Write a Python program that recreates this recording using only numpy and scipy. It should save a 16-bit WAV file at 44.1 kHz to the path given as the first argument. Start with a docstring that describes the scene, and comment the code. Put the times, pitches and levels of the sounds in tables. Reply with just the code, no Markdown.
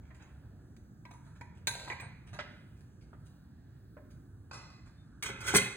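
"""A home kitchen over a low house rumble. From the start a wooden spoon wipes and taps a steel scraper: grains
and blows ring the held blade's modes, and a thin high ring joins the taps at 2.0 s. Three dull wooden knocks
follow further off, each with two rebounds, then a rattling clink of ware and at 4.96 s a lower thin ring.
Last the scraper is laid on a chopping board, where it slides and clatters flat, adding the board's thud.
Dense wall echoes follow every source except the thin rings; two microphone ports hear it all."""
import sys
import numpy as np
from scipy import signal
from scipy.fft import rfft, irfft
from scipy.io import wavfile
from scipy.ndimage import uniform_filter1d, map_coordinates

SR = 44100
rng = np.random.default_rng(int(sys.argv[2]) if len(sys.argv) > 2 else 0)


def write(x):
    x = np.atleast_2d(x).T
    wavfile.write(sys.argv[1], SR, np.round(np.clip(x, -1, 1) * 32767).astype(np.int16))


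N = 254081

# House noise spectrum. Each row: frequency in Hz, relative level per Hz in dB.
HOUSE_SPECTRUM = [(25, -25.5), (60, 1.5), (120, 2.5), (200, -6), (300, -10.5), (500, -25.5), (750, -28),
                  (1020, -34), (1300, -29.5), (1650, -26), (2100, -44.5), (2800, -44), (4500, -44),
                  (8000, -46.5), (15000, -47)]
# Kitchen reverberation. Each row: frequency in Hz, time to fall 60 dB in seconds.
ROOM_DECAY = [(150, 0.56), (500, 0.58), (1500, 0.8), (4000, 0.76), (10000, 0.35)]
# Microphone ports. Each row: frequency in Hz, phase by which left leads in radians, likeness of the ports
# from 0 to 1, left minus right in dB.
MIC_PORTS = [(0, 0, .998, -.3), (60, -.14, .995, -1.2), (125, -.25, .985, -1.8), (300, -.6, .92, -.3),
             (700, -.6, .62, -2.2), (1700, 0, .55, -3), (2400, 1, .4, -3.5), (3050, 2.3, .75, -2),
             (3700, 1.6, .7, -1), (4300, 2, .7, 0), (5200, 3.14, .92, 0), (7600, 6.1, .94, 0),
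             (9400, 6.45, .94, 0), (11300, 9.3, .96, 0), (13400, 9.55, .96, 0), (15000, 12.4, .99, 0)]
# Band centres in Hz for colouring each contact; the band at 2100 Hz is the level reference.
BAND_CENTRES_HZ = [45, 200, 800, 2100, 3900, 6500, 9500, 14500]
# Treble of each kind of contact against the reference band, before slope and lift. Each entry: level in dB
# at 3-5 kHz, at 5-7.5 kHz, at 8-11 kHz and above 11 kHz.
TREBLE_DB = dict(tap=(-5, 1, -7.5, -2.5), wipe=(-2, -1, -4.5, -12.5), swing=(0, -3, 4, 19),
             knock=(-6, -12.5, -26, -41), clink=(1.5, 1, -7, -18), landing=(-4, -1.2, -1, -5),
             slide=(-3, 0.5, -3, -8))

# Modes of each body. Each row: frequency in Hz, level in dB before chance and favouring,
# time to fall 60 dB in seconds before damping.
WOOD_MODES = [(590, -4, 0.13), (811, -12, 0.047), (1070, 6, 0.032), (1294, 4.5, 0.041), (1507, 3.5, 0.038),
              (1716, 3.5, 0.073), (1910, -5, 0.048), (2030, 0, 0.12), (2540, -1, 0.06), (3260, 0, 0.03),
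              (4780, -31, 0.033)]  # something wooden across the room
WARE_MODES = [(672, -4, 0.037), (886, -3, 0.096), (1105, 1, 0.075), (1250, 3, 0.037), (1526, -4.5, 0.034),
              (2046, 8, 0.083), (2566, 3.5, 0.14), (3340, -16, 0.056), (3750, -3, 0.06), (4140, 3.5, 0.19),
              (4230, -3, 0.13), (4730, 6, 0.052), (5360, 8, 0.058), (5680, 1, 0.12), (5760, -12, 0.04),
              (7450, 1.5, 0.067), (9350, 1, 0.06), (12300, -7, .06)]  # ware across the room
HELD_MODES = [(601, -7, 0.11), (726, -6.5, 0.076), (872, -2, 0.15), (961.4, 1, 0.22), (1074, -3, 0.093),
              (1210, -4, 0.0785), (1435, -1.5, 0.029), (1583, 0.5, 0.11), (1830, -5, 0.06),
              (2003, -2.5, 0.13), (2222, 10, 0.04), (2443, 3.5, 0.075), (2650, -8.5, 0.051),
              (3350, -2.5, 0.083), (3660, 2.5, 0.089), (3987, 5.5, 0.084), (3987, 0, 0.038),
              (4825, 1, 0.022), (6190, -4.5, 0.11), (6510, -2, 0.19), (7280, 2, 0.03), (8340, 1.5, 0.09),
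              (9220, 0, 0.25), (10110, 6, 0.26), (13080, -22, 0.067)]  # blade held in the hand
THIN_MODES = [(2190, -5, 0.72), (3600, 7, 0.57), (4936, 13, 0.16), (5860, 0, 0.36), (7450, -8, .12),
              (8550, -18, 0.33)]  # thin, mostly long rings of the blade
LAID_MODES = [(122.5, 3, 0.22), (87, -4.5, 0.13), (185, -3, 0.15), (232.4, -4.5, 0.11), (341, -12, 0.033),
              (413, 5.5, 0.082), (535, -2, 0.2), (711, -4, 0.056), (859, 6.5, 0.06), (1075, 6.5, 0.049),
              (1411, 5, 0.079), (1513, 8, 0.067), (2065.4, 4.5, 0.16), (2184, 1.5, 0.14),
              (2513, -0.5, 0.36), (2840, -4, 0.17), (3146, 6, 0.21), (3330, 1, 0.25), (3804, 0.5, 0.27),
              (4230, -5.5, 0.25), (5400, -18, 0.044), (6030, 9, 0.066), (6600, 0, 0.089), (7360, -8, 0.09),
              (8200, 5, 0.08), (8570, -6, 0.1), (8990, -10, 0.13), (11100, 0, 0.051), (12800, -14, 0.064)]  # blade on the chopping board

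# Dull knocks across the room. Each row: start in seconds, peak at 1.5-3 kHz in dB, level against it at
# 0.5-1.3 kHz in dB, treble slope in dB per octave, favoured mode in Hz, rebound spacing in ms.
KNOCK_EVENTS = [(2.3895, -31.5, -2, -4.5, 1645, 9.1), (3.1309, -54.5, 5, -16.5, 1310, 6.4),
                (3.9683, -54.5, 9, -17, 596, 8.9)]
# Contacts of the rattling clink. Each row: start in seconds, peak at 1.5-3 kHz in dB, treble slope in dB
# per octave, contact in ms.
CLINK_EVENTS = [(4.511, -45.5, -4, 3.5), (4.5255, -52.5, 2, 21), (4.5407, -53.5, -3.5, 25),
                (4.5793, -63, -0.5, 80), (4.699, -61.5, -1, 71)]
# Spoon wiping along the blade through garlic. Each row: start in seconds, peak at 1.5-3 kHz in dB, level
# against it at 0.5-1.3 kHz in dB, treble slope in dB per octave, stroke held in ms, favoured mode in Hz.
WIPE_STROKES = [(0.015, -63, -4, -7.5, 66, 1760), (0.142, -60.5, -2, -1, 3.2, 2460),
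                (0.19, -56, -1.5, -9, 25, 1820), (0.24, -67.5, 7, -3.5, 29, 1830),
                (1.1292, -72, 19, 5.5, 6.2, 980), (1.2439, -68.5, 10.5, 1, 30, 1530),
                (1.35, -60.5, -1, -5.5, 4, 1520), (1.5443, -60.5, -26, -2, 30, 1360),
                (1.70, -50.5, 9.5, 2.8, 300, 4100), (2.02, -50, 4, -10, 6.6, 2380),
                (2.262, -55.5, -5, -3.5, 9.9, 2600), (2.3274, -51, 4, -2, 6.8, 1870),
                (2.757, -64, -3, 0.5, 50, 1570), (3.0054, -67.5, -15, -1.5, 3.7, 1620),
                (3.247, -66.5, -19, 4, 5, 1320), (4.098, -67.5, -32.5, 2, 4.3, 1590),
                (4.853, -59.5, -0.5, -4.5, 5, 1300)]
# Spoon blows on the held blade. Each row: start in seconds, peak at 1.5-3 kHz in dB, level against it at
# 0.5-1.3 kHz in dB, treble slope in dB per octave, contact in ms, favoured mode in Hz.
TAP_BLOWS = [(0.105, -52, -10, -18, 8.7, 1850), (0.2232, -65.5, -21, -1.5, 2.5, 6460),
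             (0.766, -59, -11, -2, 0.6, 14300), (1.0522, -46, -2, -8.5, 3.6, 2200),
             (1.1095, -51, 3, -4, 5.6, 928), (1.4108, -43.5, 2, -7, 1.45, 2240),
             (1.6714, -27, -10.5, 0.5, 0.97, 4140), (1.677, -30.5, -5, 0.5, 4.4, 2380),
             (1.8729, -45, 6.5, -11, 11, 1030), (1.8998, -30, -9, -12.5, 2.5, 1970),
             (1.9124, -38, -8, -16, 4.7, 2190), (1.921, -34.5, -9, -19, 6, 2180),
             (1.9975, -38.5, -7, -8, 3.8, 2440), (2.015, -44, -5.5, -19, 17, 2250),
             (2.3445, -55, -10, -3, 4, 4020)]
# Thin rings of the blade, one high among the taps, one lower later. Each row: start in seconds, peak at
# 1.5-3 kHz in dB, level against it at 0.5-1.3 kHz in dB, treble slope in dB per octave, contact in ms,
# favoured mode in Hz.
THIN_RINGS = [(2.003, -80.5, -20.5, 9, 8, 8600), (4.955, -73, -27, -10.5, 40, 3630)]
# Pressure points of the slide on the board. 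Each row: time in seconds, rms level in dB at 1.5-3 kHz,
# treble slope in dB per octave.
SLIDE_POINTS = [(5.228, -78, -5), (5.244, -46.5, -2), (5.29, -47, -3.5), (5.35, -55, -14), (5.40, -54, -9),
                (5.45, -48.5, -3.5), (5.479, -40.5, 0), (5.53, -42, -4.5), (5.56, -60, 17.5)]
# Blade striking the board. Each row: start in seconds, peak at 1.5-3 kHz in dB, level against it at
# 0.5-1.3 kHz in dB, treble slope in dB per octave, contact in ms, favoured mode in Hz,
# board thud against the peak at 90-500 Hz in dB.
BOARD_LANDINGS = [(5.225, -33, -10, -0.5, 12.6, 2200, -32), (5.2571, -32.5, -23, -5.5, 7.1, 2480, -21),
                  (5.2816, -37.5, -8, -11, 20.4, 2210, -0.5), (5.4054, -45, -9, -1.5, 14, 1390, -15),
                  (5.473, -29, -11.5, -7, 35, 1460, -32), (5.5381, -31.5, 11, -4, 7.9, 432, 3),
                  (5.5477, -18.5, -9, -2, 1.8, 1550, -6), (5.5526, -20.5, -31, -6, 7.7, 6800, -27),
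                  (5.5559, -24.5, 7.5, 0, 3.4, 2053, 4.5), (5.5648, -21.5, -27, 1.5, 1.75, 8700, -3.5),
                  (5.5715, -25.5, -31, 1, 4, 2000, -15), (5.5784, -28.5, -26, -3, 2.4, 6600, -13),
                  (5.5812, -20.5, -40, -5.5, 4.6, 2070, -8.5), (5.612, -29.5, -26, -9.5, 15, 2470, -4),
                  (5.65, -39.5, -3, -4, 16, 2070, -3)]

HOUSE_DB = -53  # before its bands wander
NEARBY_FROM_HZ, NEARBY_DB = 1700, 4.0
PATH_DRIFT_MS = 0.019  # spread of the wander in path delay
MIC_TOP_HZ = 15900
LEAD_IN = 1024  # samples that keep the band edges from wrapping round
SPOT_LIFT_DB, SPOT_OCTAVES = 9, 0.222  # a treble band rings louder when the favoured mode lies in it
SOFT_PER_DB = 0.06  # smoothing of the push per dB of falling treble slope
KNOCK_MS, REBOUND_DB = 1.2, -5  # contact; level of each rebound against the hit before it
CLINK_LOW_DB, CLINK_SPOT_HZ = 5, 1208
WIPE_FADE_MS = 32
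SLIDE_LOW_DB, SLIDE_THUD_DB, SLIDE_SPOT_HZ = -4.5, -5, 1364


def undb(db):
    """Decibels to a linear gain."""
    return 10 ** (np.asarray(db) / 20)


def split(x, centres_hz):
    """Overlapping bands that add up to x, crossing on a log-frequency axis."""
    log_hz = np.log(np.arange(len(x) // 2 + 1) * SR / len(x) + 1)
    shares = [np.interp(log_hz, np.log(centres_hz), row) for row in np.eye(len(centres_hz))]
    return irfft(rfft(x) * np.array(shares), len(x))


def walk(rate):
    """Random levels held 1 / rate seconds and slewed twice; spread near 1."""
    hold = int(SR / rate)
    steps = np.repeat(rng.standard_normal(N // hold + 1), hold)
    return 1.34 * uniform_filter1d(uniform_filter1d(steps, hold), hold)[:N]


def house():
    """Rumble of appliances and air: shaped noise whose bands wander a little in level."""
    hz, db = np.transpose(HOUSE_SPECTRUM)
    log_hz = np.log(np.arange(N // 2 + 1) * SR / N + 1)
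    shape = undb(np.interp(log_hz, np.log(hz), db))
    noise = irfft(rfft(rng.standard_normal(N)) * shape, N)
    bands = split(noise / noise.std(), np.geomspace(40, 14000, num=16))
    return undb(HOUSE_DB) * sum(band * undb(2.4 * walk(4.92)) for band in bands)


def walls(x):
    """Dense echoes swell in a few ms and decay by band; a slow random wander in path delay blurs them."""
    t = np.arange(32768) / SR
    hz, t60 = np.transpose(ROOM_DECAY)
    bands = split(rng.standard_normal(len(t)), hz)
    tail = np.sum(bands * undb(-60 * t / t60[:, None]), axis=0)
    swell = 1 - np.exp(-(t / 0.0069) ** 2)
    wet = signal.fftconvolve(x, tail * swell / np.sqrt(SR))[:N]
    drift = PATH_DRIFT_MS * SR / 1000 * walk(25)
    return map_coordinates(wet, [np.arange(N) + drift], mode="mirror")


def nearby(x):
    """Reflections from hob and counter within a few ms; long waves are left out as both ports hear them alike."""
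    t = np.arange(512) / SR
    echoes = rng.standard_normal(len(t)) * np.exp(-t / 0.0055)
    x = signal.sosfilt(signal.butter(1, NEARBY_FROM_HZ, "high", fs=SR, output="sos"), x)
    return signal.fftconvolve(x, echoes / np.sqrt(np.sum(echoes ** 2)))[:N]


def single(a):
    """Single precision, enough for the modes and faster."""
    return np.asarray(a, np.float32)


def ringing(modes, spot_hz, uneven, crack_db, crack_ms, damp=1, flex=0, waver=0, favour_db=9, size=14336):
    """What one grain rings: modes, strongest near the touched spot's favourite, and a short noisy crack.
    Pressing shortens the ring (damp), bending slides its pitches (flex, share per s), a moving grip
    makes them waver (share); uneven spreads each mode's neighbours (share)."""
    t = np.arange(size, dtype=np.float32) / SR
    # an uneven plate splits each mode into six close neighbours
    hz, db, t60 = np.repeat(modes, 6, axis=0).T[:, :, None]
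    level_chance, pitch_chance, phase_chance, flex_chance = rng.standard_normal((4, len(hz), 1))
    near_db = favour_db * np.exp(-(np.log(hz / spot_hz) / 0.08) ** 2)
    grip = np.interp(t, np.linspace(0, t[-1], 16), rng.standard_normal(16))
    wavered_time = t + waver * np.cumsum(grip) / SR
    turn = single(2 * np.pi * hz * (1 + uneven * pitch_chance)) * single(wavered_time)
    turn = turn + single(np.pi * hz * flex * flex_chance) * t ** 2
    decay = np.exp(single(-np.log(1000) * damp / t60) * t)
    rings = np.sin(turn + single(3 * phase_chance)) * decay
    body = single(undb(db + near_db + 2.07 * level_chance))[:, 0] @ rings
    # the crack stands for the many modes that die at once; it falls 64.6 dB in crack_ms
    crack = undb(crack_db - 64600.0 * t / crack_ms) * rng.standard_normal(size)
    return body + crack


def grit(grit_db, size):
    """A chatter of grains of uneven size, on about 15 percent of the samples."""
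    sizes = undb(grit_db * rng.exponential(size=size))
    return rng.standard_normal(size) * sizes * (rng.random(size) < .15)


def colour(thud_db, low_db, slope_db, spot_hz, treble):
    """Level of each band against the 1.5-3 kHz band; the slope runs up to the 8-11 kHz band."""
    treble_hz = np.array(BAND_CENTRES_HZ[4:])
    octaves = np.log2(np.minimum(treble_hz, BAND_CENTRES_HZ[6]) / BAND_CENTRES_HZ[3])
    lift_db = SPOT_LIFT_DB * np.exp(-(np.log2(treble_hz / spot_hz) / SPOT_OCTAVES) ** 2)
    return np.array([thud_db - 20.5, thud_db, low_db, 0, *(treble + slope_db * octaves + lift_db)])


def contacts(events, modes, treble, blow, grit_db, size=16384, **body):
    """Each contact is a blow and a chatter of grains that ring the modes; rows end with hold ms and thud dB."""
    out = np.zeros(N + size)
    ms_in = np.arange(10240) * 1000 / SR
    for s, peak_db, low_db, slope_db, ms, spot_hz, hold_ms, thud_db in events:
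        ms = max(ms, .5)
        fade = np.exp(-(np.maximum(ms_in - hold_ms, 0) / ms) ** 2)
        onset = np.clip(blow + 3 * ms_in / ms, 0, 1)
        push = 0.26 * grit(grit_db, size=len(ms_in)) * fade * onset
        push[0] = blow
        # a dull contact is a longer, rounder push
        soft = np.clip(-slope_db * SOFT_PER_DB, 0, .9)
        push = signal.lfilter([1], [1, -2 * soft, soft ** 2], push)
        struck = signal.fftconvolve(ringing(modes, spot_hz, **body), push)[:size]
        bands = split(np.roll(struck, LEAD_IN), BAND_CENTRES_HZ)
        gains = undb(peak_db + colour(thud_db, low_db, slope_db, spot_hz, treble))
        at = int(s * SR)
        out[at:at + size] += (gains / np.abs(bands).max(axis=1)) @ bands
    return out[LEAD_IN:N + LEAD_IN]


def without_board(rows):
    """No board under the body: adds no hold and a thud 10 dB below the low band."""
    return [(*row, 0, row[2] - 10) for row in rows]


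def knocks():
    """Dull wooden hits, each bouncing twice at an even spacing and losing level."""
    hits = []
    for s, db, low, slope, hz, rebound_ms in KNOCK_EVENTS:
        for k in range(3):
            hits.append((s + k * rebound_ms / 1000, db + k * REBOUND_DB, low, slope, KNOCK_MS, hz))
    return contacts(without_board(hits), WOOD_MODES, TREBLE_DB["knock"], blow=1.0, grit_db=-1.0,
                    uneven=0.024, crack_db=21.0, crack_ms=97, waver=0.011)


def clinks():
    """Ware rattles: a few contacts ring its modes, the later ones chattering for longer."""
    rattle = [(s, db, CLINK_LOW_DB, slope, ms, CLINK_SPOT_HZ) for s, db, slope, ms in CLINK_EVENTS]
    return contacts(without_board(rattle), WARE_MODES, TREBLE_DB["clink"], blow=1.0, grit_db=5.5,
                    uneven=0.0132, crack_db=20.5, crack_ms=52, flex=0.076, waver=0.0118)


def wipes():
    """Spoon strokes: grains without a blow, on a blade damped by the pressing spoon."""
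    strokes = [(s, db, low, slope, WIPE_FADE_MS, hz, held_ms, low - 10)
               for s, db, low, slope, held_ms, hz in WIPE_STROKES]
    return contacts(strokes, HELD_MODES, TREBLE_DB["wipe"], blow=0, grit_db=3.5,
                    uneven=0.047, crack_db=31.5, crack_ms=10, damp=3.0)


def taps():
    """Spoon blows ring the held blade, whose pitches slide as it bends and waver with the grip."""
    return contacts(without_board(TAP_BLOWS), HELD_MODES, TREBLE_DB["tap"], blow=0.92, grit_db=4.0,
                    uneven=0.024, crack_db=25, crack_ms=30, flex=0.25, waver=0.0059)


def thin_rings():
    """Thin, long rings of the blade, its modes excited by a soft push of grains without a blow."""
    return contacts(without_board(THIN_RINGS), THIN_MODES, TREBLE_DB["swing"], blow=0, grit_db=-43.0,
                    uneven=0.00145, crack_db=-3.0, crack_ms=18)


def slide():
    """Grains under the moving edge ring the laid blade; pressure sets their level and brightness."""
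    s, level_db, slope_db = np.transpose(SLIDE_POINTS)
    at = int(s[0] * SR)
    t = np.arange(at, int(s[-1] * SR)) / SR
    ring = ringing(LAID_MODES, SLIDE_SPOT_HZ, uneven=0.0239, crack_db=26.5, crack_ms=21.0,
                   damp=1.3, favour_db=14.5)
    bands = split(np.roll(ring, LEAD_IN), BAND_CENTRES_HZ)
    bands = bands / np.linalg.norm(bands, axis=1, keepdims=True)
    knots = np.array([db + colour(SLIDE_THUD_DB, SLIDE_LOW_DB, slope, SLIDE_SPOT_HZ, TREBLE_DB["slide"])
                      for db, slope in zip(level_db, slope_db)])
    grains = grit(2.0, size=len(t))
    push = grains / grains.std() * undb([np.interp(t, s, band_db) for band_db in knots.T])
    sound = signal.fftconvolve(bands, push, axes=1).sum(axis=0)
    return np.concatenate([np.zeros(at), sound, np.zeros(N)])[LEAD_IN:N + LEAD_IN]


def landings():
    """The blade clatters onto the board: blows and grains ring its laid modes over the board's thud."""
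    drops = [(*row, 0, thud_db) for *row, thud_db in BOARD_LANDINGS]
    return contacts(drops, LAID_MODES, TREBLE_DB["landing"], blow=1.0, grit_db=3.0,
                    uneven=0.0096, crack_db=30.0, crack_ms=39.3, waver=0.006)


def scene():
    """Two unrelated paths: direct sound on the first, near reflections on the second, walls and house on both."""
    knock, clink = knocks(), clinks()
    wipe, tap = wipes(), taps()
    laid = slide() + landings()
    direct = knock + clink + wipe + tap + thin_rings() + laid
    # level of each source into the wall echoes, in dB
    send = undb(7.5) * knock + undb(16.0) * clink + undb(11.5) * wipe + undb(7) * tap + undb(4.5) * laid
    first = direct + walls(send) + house()
    second = undb(NEARBY_DB) * nearby(direct) + walls(send) + house()
    return np.array([first, second])


def record(dry):
    """Two ports hear the paths as sum and difference, with phase and level offsets by frequency; the top is cut."""
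    hz, *columns = np.transpose(MIC_PORTS)
    bin_hz = np.arange(N // 2 + 1) * SR / N
    lead, like, pan_db = (np.interp(bin_hz, hz, column) for column in columns)
    like = np.clip(like, 0, 1)
    shared, apart = rfft(dry) * np.sqrt([1 + like, 1 - like]) / np.sqrt(2)
    # each port takes half of the phase lead and half of the level offset
    turn = np.exp(.5j * lead) * undb(pan_db / 2)
    ports = irfft([(shared + apart) * turn, (shared - apart) / turn], N)
    return signal.sosfilt(signal.ellip(10, .2, 80, MIC_TOP_HZ, fs=SR, output="sos"), ports)


dry = scene()
out = record(dry)
write(out)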